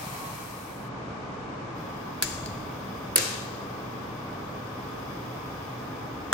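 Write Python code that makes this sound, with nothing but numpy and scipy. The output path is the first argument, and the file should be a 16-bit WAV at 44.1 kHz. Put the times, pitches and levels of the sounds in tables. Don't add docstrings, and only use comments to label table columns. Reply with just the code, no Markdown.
import sys
import numpy as np
from scipy import signal
from scipy.fft import rfft, irfft, next_fast_len
from scipy.io import wavfile

SR = 44100
rng = np.random.default_rng(int(sys.argv[2]) if len(sys.argv) > 2 else 0)


def unload_wav(signal):
    wavfile.write(
        sys.argv[1],
        SR,
        np.round(np.clip(np.atleast_2d(signal).T, -1, 1) * 32767).astype(np.int16),
    )


N = 279373
TIME, FREQS = np.arange(N) / SR, np.fft.rfftfreq(N, 1 / SR)

# (frequency [Hz], level [dB])
GAS_JET = [(300, -100), (1500, -100), (3000, -91.5), (5500, -99), (7500, -107), (10000, -102),
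           (11000, -103), (12900, -109), (14000, -104), (16000, -107)]
# (frequency [Hz], width [Hz], lift [dB])
MIXING_TUBE = [(1600, 160, 5), (2310, 130, 8), (3330, 90, 7), (3450, 130, 10), (4300, 500, -3),
               (4980, 220, 10.5), (5430, 170, 6.5), (6500, 190, 11), (8650, 170, 7), (9780, 450, 4),
               (11620, 300, 10), (15060, 300, 15)]
# (time [s], level [dB])
HISS_LEVEL = [(1.9, -1.5), (2.9, 1.6), (3.9, -0.5), (4.4, -2), (5.1, 1.6), (5.6, 1), (6.1, -1.2)]
# (frequency [Hz], level [dB])
FLAME_ROAR = [(20, -80), (60, -62.5), (100, -57), (180, -63.5), (400, -78), (1200, -90), (4000, -115)]
GAS_ON_S, VALVE_TURN_S, GAS_DB = 1.72, .07, -1.5
IGNITION_S, CATCH_S, SPREAD_S, SETTLE_S = 2.22, 0.036, 0.33, 0.15
WHOOSH_DB, STEADY_FLAME_DB = -5.5, -20

# (time [s], crack level [dB], crack t60 [s], ring level [dB])
LIGHTER_SNAPS = [(2.2244, -7, .0045, -25), (2.2258, -14, .008, -38), (2.2287, -26, .02, -43)]
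# (frequency [Hz], level [dB])
SNAP_TONE = [(200, -30), (900, -13), (1200, -6), (1650, 6), (2400, 2), (2950, -1), (3500, 1.5), (4500, 1),
             (5600, -1), (7400, 5), (8300, -1.5), (10400, 10), (12000, 1), (13300, -6), (15000, 8.5),
             (16500, -8)]
# (frequency [Hz], level when snapped [dB], level when dropped [dB], t60 [s])
LIGHTER_BODY = [(1530, -11, -5, .03), (1680, 0, -9, .04), (2260, -3, -8, .035), (2720, -6, 2, .03),
                (3050, -14, -7, .025), (3420, -4, -12, .035), (3900, -7, -3, .03), (4310, -1, -3, .03),
                (4640, -4, -4, .035), (4950, -3, -7, .035), (5880, -7, -7, .025), (6560, -3, -9, .03),
                (7720, -1, -9, .025), (8480, 3, -8, .025)]
# (delay [s], level [dB])
FIRST_ECHOES = [(.0078, -19), (.0104, -18), (.0127, -19), (.0166, -17)]
# (time [s], crack level [dB], crack t60 [s], ring level [dB])
TRIGGER_RELEASES = [(2.4598, -31.5, .02, -46)]
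# (frequency [Hz], level [dB])
TRIGGER_TONE = [(500, -18), (2000, -1), (2950, 2), (3800, -5), (4300, 10), (4700, 12), (5700, -3),
                (6800, 3), (9000, -2), (16000, -5)]
# (frequency [Hz], level [dB], t60 [s])
TRIGGER_SPRING = [(2400, -9, .04), (3250, -9, .04), (4330, -1, .06), (4580, 0, .08), (4720, -3, .09),
                  (4950, -3, .07), (6700, -5, .05)]
# (time [s], crack level [dB], crack t60 [s], ring level [dB])
LIGHTER_DROPS = [(3.1587, -19, .008, -42), (3.1614, -5.3, .009, -22), (3.1740, -23.5, .018, -39),
                 (3.1812, -9, .006, -33)]
# (frequency [Hz], level [dB])
DROP_TONE = [(100, -23), (270, -18), (450, 7), (800, -7), (1500, 3.5), (2200, 2.5), (2800, 1.5),
             (3300, 0.5), (4200, 0), (6000, -2.5), (7300, -0.5), (8500, -0.5), (11000, 3.5), (13000, -3),
             (15000, 0.5), (16500, -19)]
# (time [s], crack level [dB], crack t60 [s])
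TIP_CHINKS = [(3.1583, -7, 0.013), (3.1610, -16, .008), (3.1740, -28, .012), (3.1811, -21, .008),
              (3.2190, -33, .015), (3.2945, -39, .025)]
# (frequency [Hz], level [dB])
TIP_TONE = [(500, -46), (7000, -33), (9400, -5), (11100, 17), (12300, -13), (16000, -20)]
# (frequency [Hz], level [dB], t60 [s])
TRAY_MODES = [(343, 1, .5), (390, 0, .4), (465, 6, .08), (540, 4, .35), (1640, -5, .35), (2285, -6, .5),
              (2645, -3, .75), (2741, -1, .7), (3085, -10, .5), (3693, -5, .55), (3876, -7, .4),
              (3935, -5, .35), (4069, -9, .65), (4557, -9, .7), (4644, -9, .65), (4764, -8, .5),
              (5216, -10, .7), (6589, -14, .6), (7074, -10, .5), (8012, -10, .6), (8241, -9, .55),
              (8685, -12, .6)]
TRAY_DB = -39

# (time [s], crack level [dB], crack t60 [s], ring level [dB])
POT_CLUNKS = [(6.3283, -12, .03, -14)]
# (frequency [Hz], level [dB])
POT_TONE = [(100, -17), (700, -9), (1200, -4), (1550, 6.5), (2100, -3), (3400, -13), (4500, -14),
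            (7000, -6), (10000, -16), (16000, -24)]
# (frequency [Hz], level [dB], t60 [s])
POT_BASE = [(1320, -8, .08), (1530, 0, .08), (1700, -3, .08), (2600, -11, .06), (3400, -3, .06),
            (5700, -11, .04)]

# (frequency [Hz], level [dB])
WATER_JET = [(30, -80), (160, -56), (300, -76), (800, -64.5), (1200, -63.5), (1350, -71.5), (2200, -72.5),
             (3400, -77.5), (6000, -79), (9000, -79.5), (10400, -75), (12000, -80), (14300, -83),
             (15600, -84)]
# (frequency [Hz], width [Hz], lift [dB])
POT_BOWL = [(780, 50, 3.5), (1100, 5.1, 14), (2320, 120, 6), (3080, 110, 3), (4100, 130, 5), (4300, 160, 1)]
# (time [s], level [dB])
AIR_POCKETS = [(.068, -35), (.168, -36), (0.225, -36), (.260, -33), (.335, -42), (.362, -37)]
TAP_DB, TAP_HOLD_S, TAP_FADE_S = -6.5, 0.12, .93
TAP_STOP_S, TAP_CUT_S = 0.875, .025
GURGLE_HZ, GURGLE_T60_S, GURGLE_RISE_PER_S = 140, 0.11, 2.5

# (frequency [Hz], level [dB])
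HOOD_RUSH = [(20, -93), (55, -72.5), (85, -70.5), (125, -65.5), (170, -66.5), (300, -68.5), (600, -70),
             (1240, -72), (1340, -76.5), (2100, -81.5), (3100, -88), (4200, -92.5), (7000, -100),
             (11500, -120), (16000, -140)]
# (frequency [Hz], width [Hz], lift [dB])
HOOD_DUCT = [(123, 18, 5.5), (275, 45, 4), (360, 16, -4), (441, 32, 4), (815, 40, 1.5), (890, 40, -2.5),
             (1025, 50, 3.5), (1120, 30, -3), (1200, 45, 3.5), (1228, 6, 3), (1420, 70, -2), (1510, 60, 4),
             (1690, 90, 2.8), (1870, 100, -2), (2305, 80, 4), (3000, 70, 2), (3680, 120, 2)]
# (frequency [Hz], level [dB], left minus right [dB],
# loudest time [s], drop far from that time [dB])
HOOD_TONES = [(100, -57, 0, 4.5, 3), (122, -54, 0, 4.8, 2), (200, -52.5, -5, 2.8, 2), (339, -60.5, 0, 3, 0),
              (865, -54.5, 0, 1.7, 8), (1091, -51.5, 2, 3.9, 11), (1099, -53, 2, 1, 12),
              (1143.5, -52, 0, 4.2, 5), (1150, -50.5, 0, 2.3, 17), (1228, -52.5, 2, 5.7, 9)]
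HUM_SWELL_S = 1.33
FAN_DRIFT, HUM_SWAY_DB = .0004, 1
HOOD_START_DB, HOOD_RISE_AT_S, HOOD_RISE_S = -4.5, 0.59, 0.42

# (frequency [Hz], level [dB])
NEARBY_SURFACES = [(200, 13), (2000, 9.5), (7000, 15), (10000, -3), (15000, -23)]
# (frequency [Hz], t60 [s], level against the direct sound [dB])
KITCHEN_ECHO = [(200, 0.75, 3), (1500, 0.89, -1.5), (3920, 0.98, 1.5), (7100, 0.8, 0.5), (8150, 0.69, -1),
                (9200, 0.68, -3.5), (11400, 0.58, -6.5), (14500, 0.52, -14)]
# (frequency [Hz], likeness [1 = the same, 0 = unrelated])
SIDE_LIKENESS = [(30, 1), (70, 1), (150, 0.95), (300, 0.83), (640, 0.1), (1400, 0.26), (1800, -0.22),
                 (2400, 0.016), (8000, 0.046)]
# (frequency [Hz], left minus right [dB])
SIDE_BALANCE = [(100, 0.5), (350, -1.5), (700, 1), (1600, 2.5), (2300, -2), (3500, 2.5), (4300, 4),
                (5200, 10.5), (6500, 9), (7500, 7), (8300, 2.5)]
# (frequency [Hz], lag [turns])
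LEFT_LAG = [(8300, 0), (10150, .5), (12100, 1), (13850, 1.5), (15400, 2)]
EDGE_HZ, CEILING = 16100, .58


def amp(db):
    return 10 ** (np.asarray(db) / 20)


def read(points, hz, axis=1):
    table = np.transpose(points)
    return np.interp(np.log(hz + 1), np.log(table[0] + 1), table[axis])


def ramp(start_s, length_s):
    return np.clip((TIME - start_s) / length_s, 0, 1)


def add(mix, s, sound):
    part = mix[:, round(s * SR):][:, :sound.shape[1]]
    part += sound[:, :part.shape[1]]


def peaks(modes, hz):
    power = sum((amp(db) ** 2 - 1) / (1 + (2 * (hz - f) / width) ** 2) for f, width, db in modes)
    return 10 * np.log10(1 + power.clip(-.9))


def rush(spectrum, modes=()):
    size = next_fast_len(N)
    hz = np.fft.rfftfreq(size, 1 / SR)
    left, other = rfft(rng.standard_normal((2, size)))
    same = np.clip(read(SIDE_LIKENESS, hz), -1, 1)
    right = same * left + np.sqrt(1 - same ** 2) * other
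    db = read(spectrum, hz) + (peaks(modes, hz) if modes else 0)
    return irfft(np.array([left, right]) * amp(db), size)[:, :N] * np.sqrt(SR / 2)


def wander(rate_hz):
    slow = irfft(rfft(rng.standard_normal(N)) / (1 + (FREQS / rate_hz) ** 4), N)
    return slow / slow.std()


def flutter(rate_hz, depth_db):
    return amp(depth_db * wander(rate_hz))


def tint(x, colour, size=2048):
    log_gain = np.log(amp(read(colour, abs(np.fft.fftfreq(size, 1 / SR)))))
    taps = np.fft.ifft(np.exp(np.conj(signal.hilbert(log_gain)))).real
    return signal.fftconvolve(x, taps[None] / np.linalg.norm(taps), axes=1)


def knock(db, t60, colour, scatter_db=-20, scatter_t60=0.14, size=8192):
    t = np.arange(size) / SR
    crack = rng.choice([-1, 1], (2, size)) * amp(-60 * t / t60)
    scatter = tint(rng.standard_normal((2, size)), NEARBY_SURFACES)[:, :size]
    scatter *= amp(scatter_db - 60 * t / scatter_t60)
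    return amp(db) * tint(crack + scatter, colour)


def ring(modes):
    out = np.zeros((2, SR))
    lags = rng.uniform(-1, 1, (len(modes), 2, 1)) * 3 / SR
    for (hz, db, t60), lag in zip(modes, lags):
        t = TIME[:round(t60 * SR)]
        add(out, 0, amp(db - 60 * t / t60) * np.sin(2 * np.pi * hz * (t + lag)))
    return out


def blows(rows, colour, modes):
    out = np.zeros((2, N))
    for s, db, t60, ring_db in rows:
        add(out, s, knock(db, t60, colour))
        add(out, s, amp(ring_db) * ring(modes))
    return out


def burner():
    hiss_db = np.interp(TIME, *np.transpose(HISS_LEVEL))
    flow = amp(GAS_DB) * ramp(GAS_ON_S, VALVE_TURN_S) * amp(hiss_db)
    flare = np.exp(-np.maximum(TIME - IGNITION_S - SPREAD_S, 0) / SETTLE_S)
    fire = ramp(IGNITION_S, CATCH_S) * (amp(WHOOSH_DB) * flare + amp(STEADY_FLAME_DB))
    flame = rush(FLAME_ROAR) * fire * flutter(14, depth_db=1)
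    return rush(GAS_JET, MIXING_TUBE) * flow + flame


def lighter_clicks():
    snapped = [(hz, db, t60) for hz, db, _, t60 in LIGHTER_BODY]
    snaps = blows(LIGHTER_SNAPS, SNAP_TONE, snapped)
    return snaps + blows(TRIGGER_RELEASES, TRIGGER_TONE, TRIGGER_SPRING)


def over_hob(clicks):
    out = clicks.copy()
    for delay_s, db in FIRST_ECHOES:
        add(out, delay_s, amp(db) * clicks)
    return out


def lighter_drop():
    dropped = [(hz, db, t60) for hz, _, db, t60 in LIGHTER_BODY]
    return blows(LIGHTER_DROPS, DROP_TONE, dropped)


def chinks(tip_scatter_db=-33):
    out = np.zeros((2, N))
    for s, db, t60 in TIP_CHINKS:
        add(out, s, knock(db, t60, TIP_TONE, scatter_db=tip_scatter_db))
    return out


def tray():
    out = np.zeros((2, N))
    hardest = max(LIGHTER_DROPS, key=lambda row: row[1])
    add(out, hardest[0], amp(TRAY_DB) * ring(TRAY_MODES))
    return out


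def pot_on_grate():
    return blows(POT_CLUNKS, POT_TONE, POT_BASE)


def tap(bubbles_per_s=900, bubble_db=-58, splashes_per_s=110, splash_db=-50):
    pops = (rng.random((2, N)) < bubbles_per_s / SR) * rng.standard_normal((2, N))
    fizz = tint(pops, [(500, -35), (2500, -25), (11000, 27), (16000, -11)])[:, :N]
    drops = (rng.random((2, N)) < splashes_per_s / SR) * rng.uniform(-1, 1, (2, N))
    pitch, t = rng.integers(0, 16, (2, N)), TIME[:1024]
    splash = np.zeros((2, N))
    for k, hz in enumerate(np.geomspace(600, 4500, 16)):
        blip = np.sin(2 * np.pi * hz * t) * hz ** .5 * t * np.exp(-hz * t / 2)
        splash += signal.oaconvolve(drops * (pitch == k), [blip], axes=1)[:, :N]
    water = rush(WATER_JET, POT_BOWL)
    water += amp(bubble_db) * fizz / fizz.std() + amp(splash_db) * splash / splash.std()
    fade = (1 - ramp(TAP_HOLD_S, TAP_FADE_S)) * (1 - ramp(TAP_STOP_S, TAP_CUT_S))
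    return water * amp(TAP_DB) * fade


def gurgles(swell_s=0.0053):
    out, t = np.zeros((2, N)), TIME[:SR // 5]
    for s, db in AIR_POCKETS:
        hz = GURGLE_HZ * rng.uniform(.85, 1.15) * (1 + GURGLE_RISE_PER_S * t)
        level = (1 - np.exp(-t / swell_s)) * amp(db - 60 * t / GURGLE_T60_S)
        throb = np.sin(2 * np.pi * np.cumsum(hz) / SR) * level
        add(out, s, np.array([throb, throb]))
    return out


def hum():
    speed = 1 + FAN_DRIFT * wander(2.03)
    clock, out = np.cumsum(speed) / SR, np.zeros((2, N))
    side = np.array([[.5], [-.5]])
    for hz, db, lean_db, loudest_s, fainter_db in HOOD_TONES:
        away = 1 - np.exp(-((TIME - loudest_s) / HUM_SWELL_S) ** 2)
        apart = np.arccos(np.clip(read(SIDE_LIKENESS, hz), -1, 1))
        tone = np.sqrt(2) * np.sin(2 * np.pi * (hz * clock + rng.random()) + side * apart)
        level = amp(db + side * lean_db - fainter_db * away)
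        out += level * tone * flutter(1.8, depth_db=HUM_SWAY_DB)
    return out


def hood():
    level = amp(HOOD_START_DB * (1 - ramp(HOOD_RISE_AT_S, HOOD_RISE_S)))
    return (rush(HOOD_RUSH, HOOD_DUCT) + hum()) * level


def kitchen(x, build_s=0.022):
    hz, t, noise = signal.stft(rng.standard_normal((2, SR)), SR, nperseg=256)
    t60 = read(KITCHEN_ECHO, hz)[:, None]
    decay = amp(read(KITCHEN_ECHO, hz, axis=2)[:, None] - 60 * t / t60)
    gain = decay * np.sqrt(2 * np.log(1000) / (t60 * SR))
    tail = signal.istft(noise * gain, SR, nperseg=256)[1][:, :SR]
    tail *= 1 - np.exp(-TIME[:SR] / build_s)
    return signal.fftconvolve(x, tail, axes=1)[:, :N]


def echoes(snap_echo_db=-4, drop_echo_db=-1.0, pot_echo_db=-3, count=3):
    out = np.zeros((2, N))
    for wall in range(count):
        sent = amp(snap_echo_db) * lighter_clicks()
        sent += amp(drop_echo_db) * lighter_drop()
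        sent += amp(pot_echo_db) * pot_on_grate()
        out += kitchen(sent)
    return out / np.sqrt(count)


def scene():
    lighter = over_hob(lighter_clicks()) + lighter_drop() + chinks() + tray()
    water = tap() + gurgles()
    return burner() + lighter + pot_on_grate() + water + hood() + echoes()


def record(dry, split_hz=8200, crossover_hz=800):
    left, right = rfft(dry) * amp(np.outer([.5, -.5], read(SIDE_BALANCE, FREQS)))
    blend = np.pi / 2 * np.clip((FREQS - split_hz) / crossover_hz + .5, 0, 1)
    lag = np.exp(2j * np.pi * np.interp(FREQS, *np.transpose(LEFT_LAG)))
    right = np.cos(blend) * right + np.sin(blend) * lag * left
    pair = irfft(np.array([left, right]), N)
    pair = CEILING * np.tanh(pair / CEILING)
    low_pass = signal.firwin(255, EDGE_HZ, window=("kaiser", 9), fs=SR)
    return signal.oaconvolve(pair, low_pass[None], "same")


dry = scene()
out = record(dry)
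unload_wav(out)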